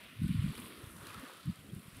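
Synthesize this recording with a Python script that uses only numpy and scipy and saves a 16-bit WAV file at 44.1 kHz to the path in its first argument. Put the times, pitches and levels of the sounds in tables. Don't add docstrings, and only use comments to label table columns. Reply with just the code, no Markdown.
import sys
import numpy as np
from scipy import signal
from scipy.fft import rfft, irfft, next_fast_len
from scipy.io import wavfile
from scipy.ndimage import uniform_filter1d, map_coordinates

SR = 44100
rng = np.random.default_rng(int(sys.argv[2]) if len(sys.argv) > 2 else 0)


def voltage_ratio(decibels):
    exponent = np.asarray(decibels, float) / 20
    return 10 ** exponent


def digitize_waveform(pressure):
    field = np.atleast_2d(pressure).T
    bounded = np.clip(field, -1, 1)
    quanta = np.round(bounded * 32767).astype(np.int16)
    wavfile.write(sys.argv[1], SR, quanta)


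N = 88200


def unit(x):
    return x / np.sqrt(np.mean(x ** 2) + 1e-20)


def along(points, hz):
    point_hz, value = np.transpose(points)
    return np.interp(np.log(hz + 1), np.log(point_hz + 1), value)


def wobble(rate):
    return map_coordinates(rng.standard_normal(400), [np.arange(N) * rate / SR])


def filtered(x, response):
    size = next_fast_len(N + SR // 4)
    return irfft(rfft(x, size) * response(np.fft.rfftfreq(size, 1 / SR)), size)[:N]


def shaped(x, gain):
    hz, t, z = signal.stft(x, SR, nperseg=512, noverlap=384)
    return signal.istft(z * gain(hz[:, None] + 1, t), nperseg=512, noverlap=384)[1][:N]


def swings(events):
    t = np.arange(N) / SR
    total = np.zeros(N)
    for (s, db, hz, cycles), turn in zip(events, rng.random(len(events))):
        bell = np.exp(-(2 * (t - s) * hz / cycles) ** 2)
        total += voltage_ratio(db) * bell * np.cos(2 * np.pi * (hz * (t - s) + turn))
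    return total


def sea():
    level_db, tilt_db_per_octave = -60.5, -2.5
    white = rng.standard_normal(N)
    hiss = filtered(white, lambda hz: voltage_ratio(tilt_db_per_octave * np.log2(hz / 1000 + 0.055)))
    breathing_db = 0.42 * wobble(6.1) + 0.55 * wobble(29.6) + 0.93 * wobble(90)
    return voltage_ratio(level_db + breathing_db) * unit(hiss)


# (time [s], level [dB])
BREEZE = [(0, -67.5), (.17, -61), (.23, -52), (.5, -49), (.54, -54), (.64, -59.5), (.72, -62), (.86, -60),
          (.94, -60), (1.15, -55.5), (1.301, -69), (1.43, -71.5), (1.49, -44), (1.55, -65.5), (1.63, -61.5),
          (1.76, -56.5), (1.83, -65.5), (2, -60)]
# (frequency [Hz], density [dB per Hz])
RUMBLE = [(15, -52), (25, -30.5), (89, -8), (179, -7.5), (276, -9), (400, -33), (440, -65), (570, -45),
          (970, -120)]
# (time [s], peak level [dB], pitch [Hz], length [cycles])
EDDIES = [(0.2, -35, 117, 2.25), (0.221, -24, 179, 1.15), (.245, -23.5, 157.5, 1.58),
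          (0.266, -30, 195.5, 2.2), (0.295, -26.5, 195, 1.37), (0.31, -23.5, 166, 2.16),
          (0.348, -29, 199, 2.1), (0.359, -25.5, 124, 1.5), (.396, -22.5, 104, 1.48),
          (.425, -29.5, 129, 1.77), (.446, -23.5, 162, 2.07), (.464, -27, 198, 1.66),
          (0.499, -31, 137, 2.55), (0.842, -40, 112, 1.1), (.876, -43, 98.2, 1.3), (1.24, -42.5, 262, 4.5),
          (1.461, -36, 145, 1.1), (1.483, -24.5, 150.4, 1.52), (1.502, -29, 146, 1.16),
          (1.737, -34.5, 147, 1.8), (1.767, -35, 145, 0.93), (1.802, -45.5, 195, 2.1),
          (1.884, -43.5, 131, 0.97), (0.599, -41.5, 252, 3.3), (0.235, -28.5, 110, 1.36),
          (.374, -31, 127, 1.5), (0.483, -32.5, 141, 2.4), (0.567, -52, 73.3, 1.3), (0.791, -55, 79, 1.7),
          (1.592, -51, 110, 1.6),
          (0.019, -68, 94, 1.3), (.14, -52, 210, 1.9), (0.174, -49.5, 110, 3.2), (0.324, -32, 175, 1.34),
          (0.52, -43, 130, 0.77), (0.25, -38, 315, 1.8), (1.008, -49, 96, 1.6), (1.031, -47.5, 97, 1.1),
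          (1.11, -54.5, 107, 2.8), (1.165, -47.5, 122, 2.3), (1.2, -57, 63, 1.6), (1.527, -51, 120, 1.3),
          (1.662, -49.5, 255, 4.3), (1.695, -49, 205, 5), (1.861, -51, 124, 1.6), (1.929, -54.5, 130, 2),
          (1.975, -46.5, 100, 1.26), (.49, -37.5, 69, 1.5), (.252, -37, 87, 1.6), (0.306, -38, 79, 1.8),
          (.605, -52.5, 78, 1.7), (0.069, -64, 66, 2.2), (.336, -42, 160, 1.2), (.385, -38, 190, 1.8),
          (.409, -39, 210, 1.1), (.456, -40, 56, 1.4), (.917, -54, 70, 1.5), (.333, -46, 70, 1.2),
          (1.724, -43, 140, 1.5), (1.785, -45, 160, 1.5), (.258, -38, 57, 1.1), (1.94, -57, 50, 1.3),
          (1.575, -56, 180, 2.3), (1.692, -54, 80, 2)]


def wind():
    rumble_db, lumpy_db = 1.5, 4
    port_top_hz, port_slope = 362, 18
    turbulence = filtered(rng.standard_normal(N), lambda hz: voltage_ratio(along(RUMBLE, hz)))
    rumble = unit(voltage_ratio(lumpy_db * wobble(21.96)) * turbulence)
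    strength_db = np.interp(np.arange(N) / SR, *np.transpose(BREEZE))
    pressure = voltage_ratio(strength_db + rumble_db) * rumble + swings(EDDIES)
    return filtered(pressure, lambda hz: 1 / np.sqrt(1 + (hz / port_top_hz) ** port_slope))


def bubbles():
    pop_share, pops_per_s, pop_cycles, scatter_db = 0.32, 2500, 2.84, 4
    at, pitch, size = rng.random((int(pops_per_s * N / SR), 3)).T
    hz = (300 * 50 ** pitch)[:, None]
    k = np.arange(600)
    cycles = hz * k / SR
    ring = np.sin(2 * np.pi * cycles) * np.exp(-cycles / pop_cycles * 2)
    pop = ring * (1 - np.exp(-cycles * 2)) * hz
    pop *= voltage_ratio(-scatter_db * np.log(0.82 * size + 0.035))[:, None]
    places = (at * N).astype(int)[:, None] + k
    pops = np.bincount(places.ravel(), pop.ravel(), minlength=N)[:N]
    rush = rng.standard_normal(N)
    return np.sqrt(pop_share) * unit(pops) + np.sqrt(1 - pop_share) * rush


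# (crest time [s], level [dB], length [s], bubble pitch [Hz])
WAVELETS = [(0.04, -57.5, 0.067, 2440), (0.319, -56, 0.099, 2950), (0.446, -61.5, 0.14, 1320),
            (0.572, -56.5, 0.14, 3150), (0.28, -62, 0.056, 8700), (0.614, -57.5, 0.069, 11100),
            (0.46, -63, 0.051, 8600), (0.642, -54, 0.13, 262), (0.914, -61.5, 0.092, 9000),
            (1.068, -57, 0.082, 1120), (1.09, -57.5, 0.065, 3600), (1.228, -59, 0.07, 1330),
            (1.266, -59, 0.053, 3470), (1.24, -58.5, 0.056, 470), (1.07, -63.5, 0.033, 10000),
            (1.214, -63.5, 0.063, 11200), (1.05, -61, 0.078, 550), (1.44, -61.5, 0.098, 3320),
            (1.465, -67, 0.044, 1130), (1.708, -60.5, 0.062, 298), (1.83, -69.5, 0.1, 10000),
            (1.85, -66.5, 0.1, 3350), (1.98, -62, 0.044, 2260), (1.98, -64.5, 0.07, 5800),
            (0.594, -60.5, 0.1, 860), (0.019, -63.5, 0.038, 590), (.5, -65.5, 0.039, 550),
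            (1.97, -63.5, 0.023, 450), (1.4, -69, 0.062, 3900), (0.804, -66, 0.079, 1600),
            (0.83, -63, 0.024, 820), (1.72, -71, 0.032, 2100), (0.66, -66.5, .06, 2700),
            (1.08, -62.5, 0.082, 330), (1.15, -68, .04, 3800), (1.84, -72, 0.064, 990),
            (1.3, -66, 0.048, 1000), (0.64, -63.5, 0.042, 340), (1.13, -63.5, 0.052, 2000),
            (0.45, -64.5, 0.034, 380)]


def wash():
    spread_octaves, drain_stretch, patchy_db = 0.59, 1.62, 1.1

    def gain(hz, t):
        power = 0
        for s, db, length, pitch_hz in WAVELETS:
            side_length = length * np.where(t > s, drain_stretch, 1)
            swell = np.exp(-((t - s) / side_length) ** 2)
            band = np.exp(-(np.log2(hz / pitch_hz) / spread_octaves) ** 2) * SR / 2 / pitch_hz
            power = power + voltage_ratio(2 * db) * swell * band
        patches = uniform_filter1d(rng.standard_normal(power.shape), size=6, axis=0)
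        patches = uniform_filter1d(patches, size=5, axis=1)
        return np.sqrt(power) * voltage_ratio(patchy_db * unit(patches))

    return shaped(bubbles(), gain)


# (time [s], peak level [dB], level of the duller body [dB])
SPITS = [(0.2208, -47, -4), (0.2792, -42.5, -12), (0.552, -42, -0.5), (0.578, -39, -1),
         (0.5999, -37.5, -10), (0.6648, -48, -3), (0.84, -45, -16), (0.9656, -47, 2), (1.069, -39.5, 2.5),
         (1.1433, -43, 5), (1.196, -43, -1), (1.3348, -50, -7), (1.3702, -48, -12), (1.4047, -51, -9),
         (1.455, -44.5, -13), (1.5573, -47, -1), (1.7229, -52, -1), (1.748, -44, -20), (1.7932, -47, -5),
         (1.968, -44, -5), (.0982, -55, -8), (.1176, -54, -8), (.1675, -54, -8), (.2294, -47, -8),
         (.4289, -47, -6), (.4743, -47, -8), (.5028, -48, -8), (.5252, -49, -10), (.7871, -49, -8),
         (.8185, -50, -8), (.9173, -46, -8), (1.0934, -50, 2), (1.2356, -49, 0), (1.285, -48, -4),
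         (1.827, -52, -3), (1.8711, -53, -8)]


def spits():
    length_s, spit_db, extra_body_db = 0.0031, -14, 0.5
    t = np.arange(N) / SR
    bright, body = np.zeros(N), np.zeros(N)
    for s, db, body_db in SPITS:
        puff = voltage_ratio(db + spit_db) * np.exp(-((t - s - length_s / 2) / length_s) ** 2)
        bright += puff
        body += voltage_ratio(body_db + extra_body_db) * puff

    def noise_around(centre_hz):
        white = rng.standard_normal(N)
        return unit(filtered(white, lambda hz: np.exp(-np.log2(hz / centre_hz + 1e-9) ** 2)))

    return bright * noise_around(10100) + body * noise_around(3600)


# (time [s], peak level [dB], pitch [Hz], length [cycles])
GLUGS = [(1.103, -46, 2530, 9.9), (1.149, -46, 1330, 15.4), (1.11, -50, 1236, 18), (1.57, -59.5, 1315, 18),
         (1.4, -52, 1330, 16), (1.37, -55, 1286, 20), (0.83, -58, 1284, 7.6), (0.274, -55, 1500, 20),
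         (.24, -55.5, 1480, 20), (1.2, -57, 1400, 7.2), (0.9, -53, 1320, 10), (1.017, -53, 1230, 9),
         (1.07, -48.5, 4100, 13), (1.048, -54, 3300, 14), (1.27, -54, 1200, 17), (1.255, -56, 1700, 14),
         (1.515, -58.5, 1270, 16), (.48, -56, 1185, 16), (.537, -55, 880, 7), (.58, -55, 1270, 18),
         (2, -58, 2450, 14), (1.335, -58, 500, 8.5), (1.735, -54.5, 430, 6), (1.7, -54, 3250, 14),
         (1.5, -56, 4600, 16)]


def glugs():
    return swings(GLUGS)


# (frequency [Hz], width [octaves], depth [dB])
NOTCHES = [
    (824, 0.14, -10.5),
    (1576, 0.077, -3),
    (6810, 0.24, -5),
]
# (time [s], low dip shift [octaves], top dip shift [octaves], depth [ratio])
PAN = [(0, -0.021, .03, 1.1), (.15, .04, .06, 1.5), (.35, 0.015, -.05, 1.7), (.46, 0.018, -0.11, 1.2),
       (.55, -0.023, -.03, 0.73), (.7, .02, 0.0042, 1.5), (.9, -0.019, .08, 1), (1.05, -0.04, 0.058, 0.65),
       (1.3, -0.00072, -0.043, .6), (1.5, -0.019, -0.08, 1), (1.66, 0.22, -.06, 0.88),
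       (1.85, -.04, -0.029, 1.4), (2, .1, -0.043, 1.1)]


def housing(hz, t):
    duck_db, knee_db, duck_below_hz = -5, -49.5, 750
    s, *columns = np.transpose(PAN)
    low, top, depth = [np.interp(t, s, column) for column in columns]
    dips_db = 0
    for (dip_hz, width, db), shift in zip(NOTCHES, (low, low, top)):
        dips_db = dips_db + db * depth * np.exp(-((np.log2(hz / dip_hz) - shift) / width) ** 2)
    breeze_db = np.interp(t, *np.transpose(BREEZE))
    gust = 1 / (1 + voltage_ratio(2 * (knee_db - breeze_db)))
    return voltage_ratio(dips_db + duck_db * gust / (1 + (hz / duck_below_hz) ** 6))


# (frequency [Hz], level [dB])
CAPSULE = [(50, -37), (200, 4.5), (600, -1.5), (1250, 4), (3500, 0.5), (5200, -4.5), (10000, 4),
           (15500, -3)]


def microphone(water):
    return shaped(filtered(water, lambda hz: voltage_ratio(along(CAPSULE, hz))), housing)


def scene():
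    water = microphone(sea() + wash() + spits())
    return (water + wind() + glugs())[None]


def top_cut(x):
    return signal.sosfilt(signal.butter(12, 15660, fs=SR, output="sos"), x)


def record(dry):
    mix = filtered(dry[0], lambda hz: hz < 15680)[None]
    return top_cut(mix)


dry = scene()
out = record(dry)
digitize_waveform(out)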